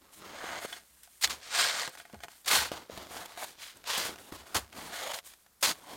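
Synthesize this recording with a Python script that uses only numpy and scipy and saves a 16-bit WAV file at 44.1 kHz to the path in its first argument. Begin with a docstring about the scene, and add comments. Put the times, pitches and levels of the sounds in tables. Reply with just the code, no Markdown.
"""Shovelling deep snow

A metal shovel digs outdoors, close to one microphone, with no echo and only faint air behind it.
Blade strokes and stabs are showers of random ice fractures, coloured and passed through blade resonances.
Crumbs tick as noise cracks with ringing modes, and lumps thud as damped sines with a puff of noise.
Low filtered noise makes the snowpack boom; steady hiss and a low drone make the air."""
import sys
import numpy as np
from scipy import signal
from scipy.fft import rfft, irfft, next_fast_len
from scipy.io import wavfile
from scipy.ndimage import uniform_filter1d, map_coordinates

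SR = 44100
rng = np.random.default_rng(int(sys.argv[2]) if len(sys.argv) > 2 else 0)


def wav_record(signal):
    """Record a signal, one row per channel, as 16-bit PCM in the file named by sys.argv[1]."""
    frames = np.transpose(np.atleast_2d(signal))
    bounded = np.clip(frames, -1, 1)
    # unit amplitude maps onto the largest positive 16-bit level
    quanta = np.round(bounded * 32767).astype(np.int16)
    wavfile.write(sys.argv[1], SR, quanta)


N = 263156
TIME = np.arange(N) / SR

# modes of the bare blade: (frequency [Hz], width [Hz], level [dB])
BLADE_MODES = [(701, 36, -1), (850, 26, -8), (1243, 58, -11), (1475, 58, -3.5), (1632, 94, -2),
               (1885, 62, -5), (2127, 90, -3.5), (2418, 25, -14), (3084, 58, -11), (3420, 37, -8),
               (4370, 170, -11.5), (4950, 160, -13), (6390, 190, -8), (7220, 220, -5.5), (8290, 240, 3)]
# spectrum of snow crushed by the blade: (frequency [Hz], relative level [dB])
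CRUSH_SPECTRUM = [(100, -46), (280, -22), (480, -1.5), (680, -1), (1100, 3.5), (1500, -1.5), (2300, -10.5),
                  (5000, -23.5)]
# spectrum of the yielding pack: (frequency [Hz], relative level [dB])
PACK_SPECTRUM = [(20, -15), (45, -21), (70, 1), (120, -5.5), (220, 1), (350, 1.5), (600, -4.5), (1500, -23)]
# spectrum of flying powder: (frequency [Hz], relative level [dB])
POWDER_SPECTRUM = [(2500, -40), (6000, -3.5), (8800, 3), (11000, -0.5), (14000, -2), (16000, -7.5)]


def digging():
    """Each movement drives edge, face, pack and powder; the blade's ring in dB is averaged by edge power."""
    # Movements: (start [s], rise [s], hold [s], level [dB], sag over the hold [dB],
    # extra load [dB], extra powder [dB], free ring of the blade [dB])
    # the edge slices fast through firm snow
    cuts = [(1.37, 0.077, 0.033, -47, -2.5, -5, -3, -1.5), (1.47, 0.13, 0.13, -24, 9, -3, -3, 3),
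            (1.71, 0.059, 0.078, -32, 3.5, 0, -2.5, 6), (2.455, 0.078, 0.13, -23, 14.5, 5, 7, -1),
            (3.84, 0.059, 0.056, -32, -1.5, -9, 0, -20), (3.945, 0.03, 0.093, -35.5, 0, -2.5, 4.5, -7.5)]
    # the blade slides under a block and carries it
    scoops = [(.18, 0.28, 0.13, -44.5, -1, 3, -8.5, 5), (.565, 0.055, 0.036, -45, -1, 1, 2.5, 6),
              (3.07, 0.06, 0.13, -49.5, 3, 6, 4.5, -4), (3.345, 0.036, .065, -48, -5.5, -3.5, 4.5, -8),
              (4.9, 0.043, 0.083, -40.5, 3.5, -8, 1, 6), (4.98, 0.058, 0.082, -40.5, 0, -4, 0, -29),
              (5.11, 0.037, 0.049, -41.5, 6.5, -17, 3.5, -6)]
    # levering and treading squeeze the pack
    presses = [(0, 0.02, 0.176, -71, 0, 6.5, -3, -5), (.16, 0.06, 0.091, -57.5, 0, 6, -12.5, -12),
               (1.25, 0.02, 0.052, -54, -1.5, 1, 7, -2), (2.705, .025, 0.056, -46, 5, 1, -4, -6),
               (2.885, 0.033, 0.11, -53, -2.5, 4.5, -4, -30), (3.03, 0.092, 0.069, -53, -2.5, -2, 2, -8),
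               (3.26, 0.027, 0.053, -58, -1.5, -6, 0, -6), (3.95, 0.061, .11, -53.5, 3, 8, 5, -9),
               (4.14, 0.057, 0.093, -61.5, 1, 5.5, 8.5, -15),
               (4.305, 0.024, 0.079, -51.5, 5.5, 0, 2.5, -11),
               (4.44, 0.031, .15, -58.5, -1.5, -0.5, 2.5, -1), (4.69, 0.088, 0.099, -50.5, -1, 3, 2.5, -10),
               (5.69, .04, 0.15, -60, 4, 2.5, 5.5, -4), (5.82, 0.095, 0.06, -52.5, 2.5, 3, 2, -9)]
    # loose snow runs off the blade
    spills = [(.65, 0.022, .11, -50.5, 1, 1, -4.5, 9), (1.89, 0.045, 0.0182, -54.5, 2, -2, -1.5, 11),
              (1.966, 0.015, 0.036, -53, 2, 0.5, -4, 6), (2.03, .03, 0.12, -65, 2, 10, -4, 9),
              (2.195, 0.05, 0.018, -50.5, 14, -3, -8, 19), (2.27, 0.033, 0.041, -57.5, 4, 0, -0.5, 3),
              (3.44, 0.024, 0.062, -51, 5.5, 3.5, -1.5, 0.5), (3.545, 0.084, 0.086, -46.5, 6, -11, -4, -8),
              (3.72, .04, 0.094, -62, 8, 14.5, -3, -10.5), (5.225, 0.0385, 0.084, -53.5, 12, -9, 5.5, -16)]
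    # fine powder sifts down
    sifts = [(.095, 0.037, 0.062, -56, 0, 0, 0.0071, -13), (.78, 0.032, .4, -65.5, -3.5, 0, 0.0055, 0),
             (1.028, 0.0068, .025, -51, 10.5, 0, 0, 0), (2.29, .08, 0.093, -58.5, 8, 0, 0.029, -5),
             (5.31, 0.091, 0.087, -65, 16, 0, 0.008, -8.5)]
    # What each kind stirs up, re its level: (scraping [dB], crushing [dB], pack yielding [dB],
    # powder [dB], loaded ring before its trade with the free ring [dB], release t60 of the push [s])
    # balance of a cut
    cut_mix = (-1, -7.5, -27, -11.5, -11, 0.19)
    # balance of a scoop
    scoop_mix = (-1, 1.5, -13, -7.5, 4, 0.05)
    # balance of a press
    press_mix = (0.5, 2, -3.5, -6, -8.5, 0.32)
    # balance of a spill
    spill_mix = (0, -7, -14, -0.5, -13, 0.1554)
    # balance of a sift
    sift_mix = (-6.5, -46, -30, -1, -6.5, 0.07)
    powder_power, pack_power = 1.3, 0.84  # powder flies only at speed; the pack yields even to a slow push
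    load_crush = 0.34  # share of the extra load, in dB, that also goes into crushing
    ring_trade = 0.27  # dB gained by the loaded modes for each dB that snow takes from the free ring

    power = np.zeros((4, N))
    ring = np.zeros((2, N))
    kinds = [(cuts, cut_mix), (scoops, scoop_mix), (presses, press_mix),
             (spills, spill_mix), (sifts, sift_mix)]
    for rows, mix in kinds:
        edge_db, face_db, pack_db, powder_db, loaded_db, t60 = mix
        for s, rise, hold, db, sag_db, load_db, more_powder_db, free_db in rows:
            span = slice(*np.searchsorted(TIME, [s, s + rise + hold + 2 * t60]))
            push = effort(TIME[span] - s, rise, hold, sag_db, t60)
            edge = amp(edge_db) * push
            face = amp(face_db + load_crush * load_db) * push
            weight = amp(pack_db + load_db) * push ** pack_power
            spray = amp(powder_db + more_powder_db) * push ** powder_power
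            drive = amp(db) * np.array([edge, face, weight, spray])
            power[:, span] += drive ** 2
            ring[:, span] += np.outer([free_db, loaded_db - ring_trade * free_db], drive[0] ** 2)
    return np.sqrt(power), ring / (power[0] + 1e-20)


def effort(t, rise, hold, sag_db, t60):
    """A movement swells gradually, sags over its hold (climbs if negative), then dies away."""
    swell = np.clip(t / max(rise, 1e-3), 0, 1) ** 1.65  # gathers speed gradually
    held = np.clip((t - rise) / max(hold, 1e-3), 0, 1)
    release = np.maximum(t - rise - hold, 0)
    return swell * amp(-sag_db * held - 60 * release / t60)


def strokes(drive, ring_db):
    """The blade slides through snow: its edge scrapes, its face crushes, the pack yields and powder sprays."""
    # spectrum of grains under the edge: (frequency [Hz], relative level [dB])
    scrape_spectrum = [(400, -27.5), (900, -9.5), (1700, -1.5), (2600, -1.5), (4000, 1.5), (5600, -3),
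                       (7200, -7.5), (9500, -14.5), (16000, -38)]
    edge, face, weight, spray = drive
    edge_snaps = fractures(rate=7000, spread_db=3.0, clump_db=0.9, clump_rate=110)
    scrape = on_blade(patchy(coloured(edge_snaps, scrape_spectrum), depth_db=1.17), *ring_db)
    face_snaps = fractures(rate=2500, spread_db=2.5, clump_db=1.0, clump_rate=130)
    crush = on_blade(patchy(coloured(face_snaps, CRUSH_SPECTRUM), depth_db=2.0), *ring_db)
    pack_snaps = fractures(rate=1200, spread_db=2, clump_db=-1.0, clump_rate=79)
    pack = coloured(pack_snaps, PACK_SPECTRUM)
    powder_snaps = fractures(rate=18000, spread_db=2.5, clump_db=-0.8, clump_rate=100)
    powder = coloured(powder_snaps, POWDER_SPECTRUM)
    judder = amp(1.15 * wobble(70))  # the blade sticks and slips
    return judder * (edge * scrape + face * crush + weight * pack + spray * powder)


def stabs():
    """A fast thrust shatters the crust in one dense, bright burst."""
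    # quick stabs through the crust: (time [s], level [dB], rise [s], hold [s], t60 [s],
    # crush re level [dB], thud re level [dB], powder re level [dB])
    thrusts = [(1.21, -40, 0.0053, 0.011, .04, -20, -37, -1.5),
               (1.224, -34, 0.0041, 0.014, 0.062, -19, -26, -4),
               (1.235, -24.5, 0.0084, 0.009, 0.044, -12, -31.5, -12.5),
               (1.295, -35, .004, 0.015, 0.15, -10.5, -24, -10.5),
               (2.445, -51, .001, 0.00274, .03, -13, -23, -10),
               (2.458, -41.5, .0015, 0.0093, 0.067, -9, -23, -2),
               (2.473, -28, 0.0071, 0.0109, 0.058, -14.5, -38, -5),
               (3.872, -44, 0.0028, 0.0055, 0.055, 0, -19.5, -1),
               (3.973, -37, 0.0029, .008, 0.097, 0.5, -11, 1),
               (4.545, -30.5, .0016, 0.023, 0.11, -1.5, -8, -4.5),
               (5.133, -38, 0.0029, 0.0084, 0.054, -7, -18, -9),
               (5.608, -52, 0.0042, .012, .03, -13, -24.5, 4),
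               (5.626, -23.5, 0.00088, 0.026, 0.136, -10, -23.5, -6.5),
               (5.669, -34, 0.0057, 0.041, 0.053, -5, -11, -6)]
    # spectrum of the breaking crust: (frequency [Hz], relative level [dB])
    crust_spectrum = [(400, -58), (900, -9.5), (1800, -2.5), (3200, -1.5), (4300, 3.5), (5600, -1.5),
                      (7000, -3), (9000, -14), (16000, -39)]

    def shatter():
        """Ice bonds snap in a dense shower."""
        return fractures(rate=14000, spread_db=2.2, clump_db=1.4, clump_rate=300)

    crust = on_blade(coloured(shatter(), crust_spectrum), free_db=-6, loaded_db=-5)
    powder = coloured(shatter(), POWDER_SPECTRUM)
    crush = coloured(shatter(), CRUSH_SPECTRUM)
    pack = coloured(rng.standard_normal(N), PACK_SPECTRUM)
    out = np.zeros(N)
    for s, db, rise, hold, t60, crush_db, thud_db, powder_db in thrusts:
        snow = crust + amp(crush_db) * crush + amp(thud_db) * pack + amp(powder_db) * powder
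        out += amp(db) * burst(s, rise, hold, t60) * snow
    return out


def crumbs(drive, ring_db):
    """Loose crumbs trickle off the disturbed snow in small, sparse clicks."""
    spectrum = [(200, -2.5), (700, -1.5), (1500, -6.5), (4000, -6.5), (9000, -15), (16000, -24)]
    stirred = np.sqrt(np.abs(uniform_filter1d(drive[1], size=SR // 8)))  # follows the smoothed crushing
    clicks = fractures(rate=70, spread_db=2, clump_db=1, clump_rate=10)
    return amp(-35.5) * stirred * on_blade(coloured(clicks, spectrum), *ring_db)


def ticks():
    """Hard crumbs crack against the blade and ring most the modes near the contact's own pitch."""
    # bits of crust and ice strike the blade:
    # (time [s], level of the whole tick [dB], brightest frequency [Hz], ring before the -12.5 dB trim [dB])
    strikes = [(0.725, -29.5, 1680, 4), (0.728, -30.5, 3450, 15.5), (0.783, -39, 2100, 2),
               (1.033, -36.5, 7960, 2), (1.074, -41.5, 911, -1.5), (1.274, -22, 3330, 5.5),
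               (1.876, -19.5, 845, -7.5), (1.893, -31, 7000, -6), (1.952, -31, 1110, -4),
               (1.973, -35.5, 1570, 5), (1.999, -33.5, 2030, 11.5), (2.052, -40.5, 1680, 12),
               (2.098, -43, 732, 7), (2.128, -37, 1500, -2.5), (2.143, -32, 703, 5.5),
               (2.204, -32.5, 686, -5), (2.235, -26, 1400, 3.5), (2.243, -29.5, 720, -3),
               (2.283, -31.5, 740, -5), (2.717, -18.5, 546, -16), (2.975, -24.5, 700, -6),
               (3.258, -28, 6000, -1), (3.32, -34, 869, -1), (3.374, -27, 720, 6),
               (3.771, -39.5, 8450, 12.5), (3.84, -32.5, 1290, -1), (4.158, -30, 974, -9),
               (4.185, -34, 1810, 3), (4.323, -29.5, 778, -12), (4.727, -32.5, 1350, -18),
               (5.01, -24.5, 665, -17.5), (5.135, -26.5, 611, -1.5), (5.187, -22, 1380, -13),
               (5.336, -34, 1430, -15), (5.463, -45, 1450, 3.5)]
    out = np.zeros(N + SR)
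    t = np.arange(SR // 5) / SR
    hz, width, mode_db = np.transpose(BLADE_MODES)
    grid = np.fft.rfftfreq(len(t), 1 / SR) + 1
    radiation = 1 / np.hypot(1, (520 / grid) ** 2)  # a thin sheet gives off little bass
    attack = np.minimum(t / 0.00079, 1)
    for s, db, bright_hz, ring_db in strikes:
        contact = lambda f: 1 / np.hypot(1, 0.62 * (f / bright_hz - bright_hz / f))
        noise = rfft(rng.standard_normal(len(t)))
        grit = unit(irfft(noise * contact(grid) * radiation, len(t)))
        crack = grit * amp(-60 * t / 0.02)
        scatter_db = rng.normal(0, 2.5, len(hz))  # each strike excites the modes a little differently
        strength = amp(mode_db + scatter_db) * contact(hz) ** 2
        cycles = np.outer(hz, t) + rng.random((len(hz), 1))
        modes = np.exp(-np.pi * np.outer(width, t)) * np.sin(2 * np.pi * cycles)
        ring = strength @ modes / np.linalg.norm(strength)
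        tick = amp(-9) * crack + amp(ring_db - 12.5) * ring
        out[round(s * SR):][:len(t)] += amp(db) * attack * tick
    return out[:N]


def thuds():
    """Soft lumps give one dull, heavily damped knock and a puff of crumbs."""
    # lumps land, blocks break loose and the shovel knocks:
    # (time [s], level of knock and puff together before their trims [dB], pitch [Hz], t60 [s])
    knocks = [(0.439, -32, 328, 0.032), (0.648, -27, 474, 0.023), (1.876, -38, 850, 0.044),
              (1.878, -41.5, 517, 0.12), (2.134, -37, 209, 0.097), (2.142, -58, 686, .07),
              (2.247, -45.5, 660, 0.12), (2.716, -28, 325, 0.018), (2.897, -29, 472, 0.015),
              (2.976, -34.5, 352, 0.018), (3.978, -32, 406, 0.019), (4.093, -29, 296, 0.016),
              (4.322, -31.5, 273, 0.027)]
    # spectrum of the puff: (frequency [Hz], relative level [dB])
    lump_spectrum = [(25, -19), (70, -21), (130, 3.5), (220, -1), (400, 2.5), (650, 1), (1200, -9),
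                     (3000, -16), (12000, -49)]
    puff = coloured(rng.standard_normal(N), lump_spectrum)
    out = np.zeros(N)
    for s, db, hz, t60 in knocks:
        knock = np.sin(2 * np.pi * hz * (TIME - s))
        envelope = burst(s, rise=0.0013, hold=0.00094, t60=t60)
        out += amp(db) * envelope * (amp(-7.5) * knock + amp(-10.0) * puff)
    return out


def booms():
    """The deep snowpack settles under a load with a low, slowly fading rumble."""
    # each boom of the snowpack: (time [s], level [dB], t60 [s])
    settlings = [(1.25, -56.5, 0.49), (2.16, -58, 0.22), (2.585, -50.5, 0.5), (2.92, -61, 0.44),
                 (4.325, -49.5, 0.343), (4.555, -42.5, 0.29)]
    spectrum = [(20, -21), (45, -13), (72, 11.0), (100, 1), (150, -14), (400, -36.5)]
    rumble = coloured(rng.standard_normal(N), spectrum)
    return rumble * sum(amp(db) * burst(s, rise=0.0068, hold=0.0096, t60=t60) for s, db, t60 in settlings)


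def air():
    """Faint open-air hiss over a far, low drone, both steady filtered noise."""
    # spectrum of the open air: (frequency [Hz], relative level [dB])
    air_spectrum = [(15, -53), (25, -17), (59, -7), (111, -17), (145, -12), (223, -3), (256, -10.5),
                    (1370, -9.5), (2480, -15.5), (14800, -12.5), (16000, -24.5)]
    drone_spectrum = [(20, -24.5), (55, -14.5), (67, -4.5), (80, -19.5), (200, -27), (800, -86)]
    drone = coloured(rng.standard_normal(N), drone_spectrum)
    hiss = coloured(rng.standard_normal(N), air_spectrum)
    return amp(-67) * hiss + amp(-78) * drone


def fractures(rate, spread_db, clump_db, clump_rate):
    """Ice bonds snap at random, rate a second on average, mostly small and in little avalanches."""
    snaps = rng.random(N) < rate / SR
    size = amp(spread_db * np.minimum(rng.exponential(size=N), 4))
    sign = rng.choice([-1, 1], N)
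    return unit(snaps * size * sign * amp(clump_db * wobble(clump_rate)))


def on_blade(x, free_db, loaded_db):
    """Grains heard directly and through the blade; its ring changes their colour but keeps their power."""
    # broader modes of the blade carrying snow: (frequency [Hz], width [Hz], level [dB])
    loaded_modes = [(657, 220, 0), (900, 70, -6.5), (2121, 580, -4.5), (2960, 40, -9), (3240, 710, -6),
                    (4230, 170, -25), (6680, 260, 2.5)]
    paths = np.array([x, resonances(x, BLADE_MODES), resonances(x, loaded_modes)])
    gains = np.array([np.ones(N), amp(free_db) * np.ones(N), amp(loaded_db) * np.ones(N)])
    correlation = paths @ paths.T / N
    power = np.sum(gains * (correlation @ gains), axis=0)
    return np.sum(gains * paths, axis=0) / np.sqrt(power)


def resonances(x, modes):
    """x through a sum of damped (Hz, width, dB) modes."""
    def response(hz):
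        """Each mode is a band-pass peak, highest at its centre."""
        return sum(amp(db) * 1j * hz * w / (c * c - hz * hz + 1j * hz * w) for c, w, db in modes)

    return filtered(x, response)


def patchy(x, depth_db):
    """The colour drifts as the load of snow shifts on the blade."""
    z = signal.stft(x, nperseg=1024)[2]
    field = rng.standard_normal(z.shape)
    for _ in range(2):  # smooth over frequency, then time
        field = uniform_filter1d(uniform_filter1d(field, size=5, axis=0), size=9, axis=1)
    drifting = z * amp(depth_db * unit(field))
    return unit(signal.istft(drifting, nperseg=1024)[1][:N])


def burst(s, rise, hold, t60):
    """An envelope that rises, holds and dies away."""
    t = TIME - s
    release = np.maximum(t - rise - hold, 0)
    return np.clip(t / max(rise, 1e-4), 0, 1) * amp(-60 * release / max(t60, 1e-3))


def coloured(x, spectrum):
    """x shaped by (Hz, dB) points on a log frequency axis, at rms 1."""
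    f, db = np.transpose(spectrum)
    return unit(filtered(x, lambda hz: amp(np.interp(np.log(hz + 1), np.log(f), db))))


def filtered(x, response):
    """x times a complex response of frequency."""
    m = next_fast_len(N + SR // 2)
    return irfft(rfft(x, m) * response(np.fft.rfftfreq(m, 1 / SR)), m)[:N]


def wobble(rate):
    """A smooth random curve, rate knots a second."""
    return map_coordinates(rng.standard_normal(int(N * rate / SR) + 4), [TIME * rate])


def unit(x):
    """x at rms 1."""
    return x / np.sqrt(np.mean(x ** 2) + 1e-20)


def amp(db):
    """Decibels to gain."""
    return 10 ** (np.asarray(db) / 20)


def scene():
    """All sources reach one microphone, alike in both channels."""
    drive, ring_db = digging()
    blade = strokes(drive, ring_db) + stabs()
    debris = crumbs(drive, ring_db) + ticks() + thuds()
    mono = blade + debris + booms() + air()
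    return np.array([mono, mono])


def record(dry):
    """The recorder keeps nothing above its band limit."""
    top_hz = 16050
    return np.array([filtered(x, lambda hz: hz < top_hz) for x in dry])


dry = scene()
out = record(dry)
wav_record(out)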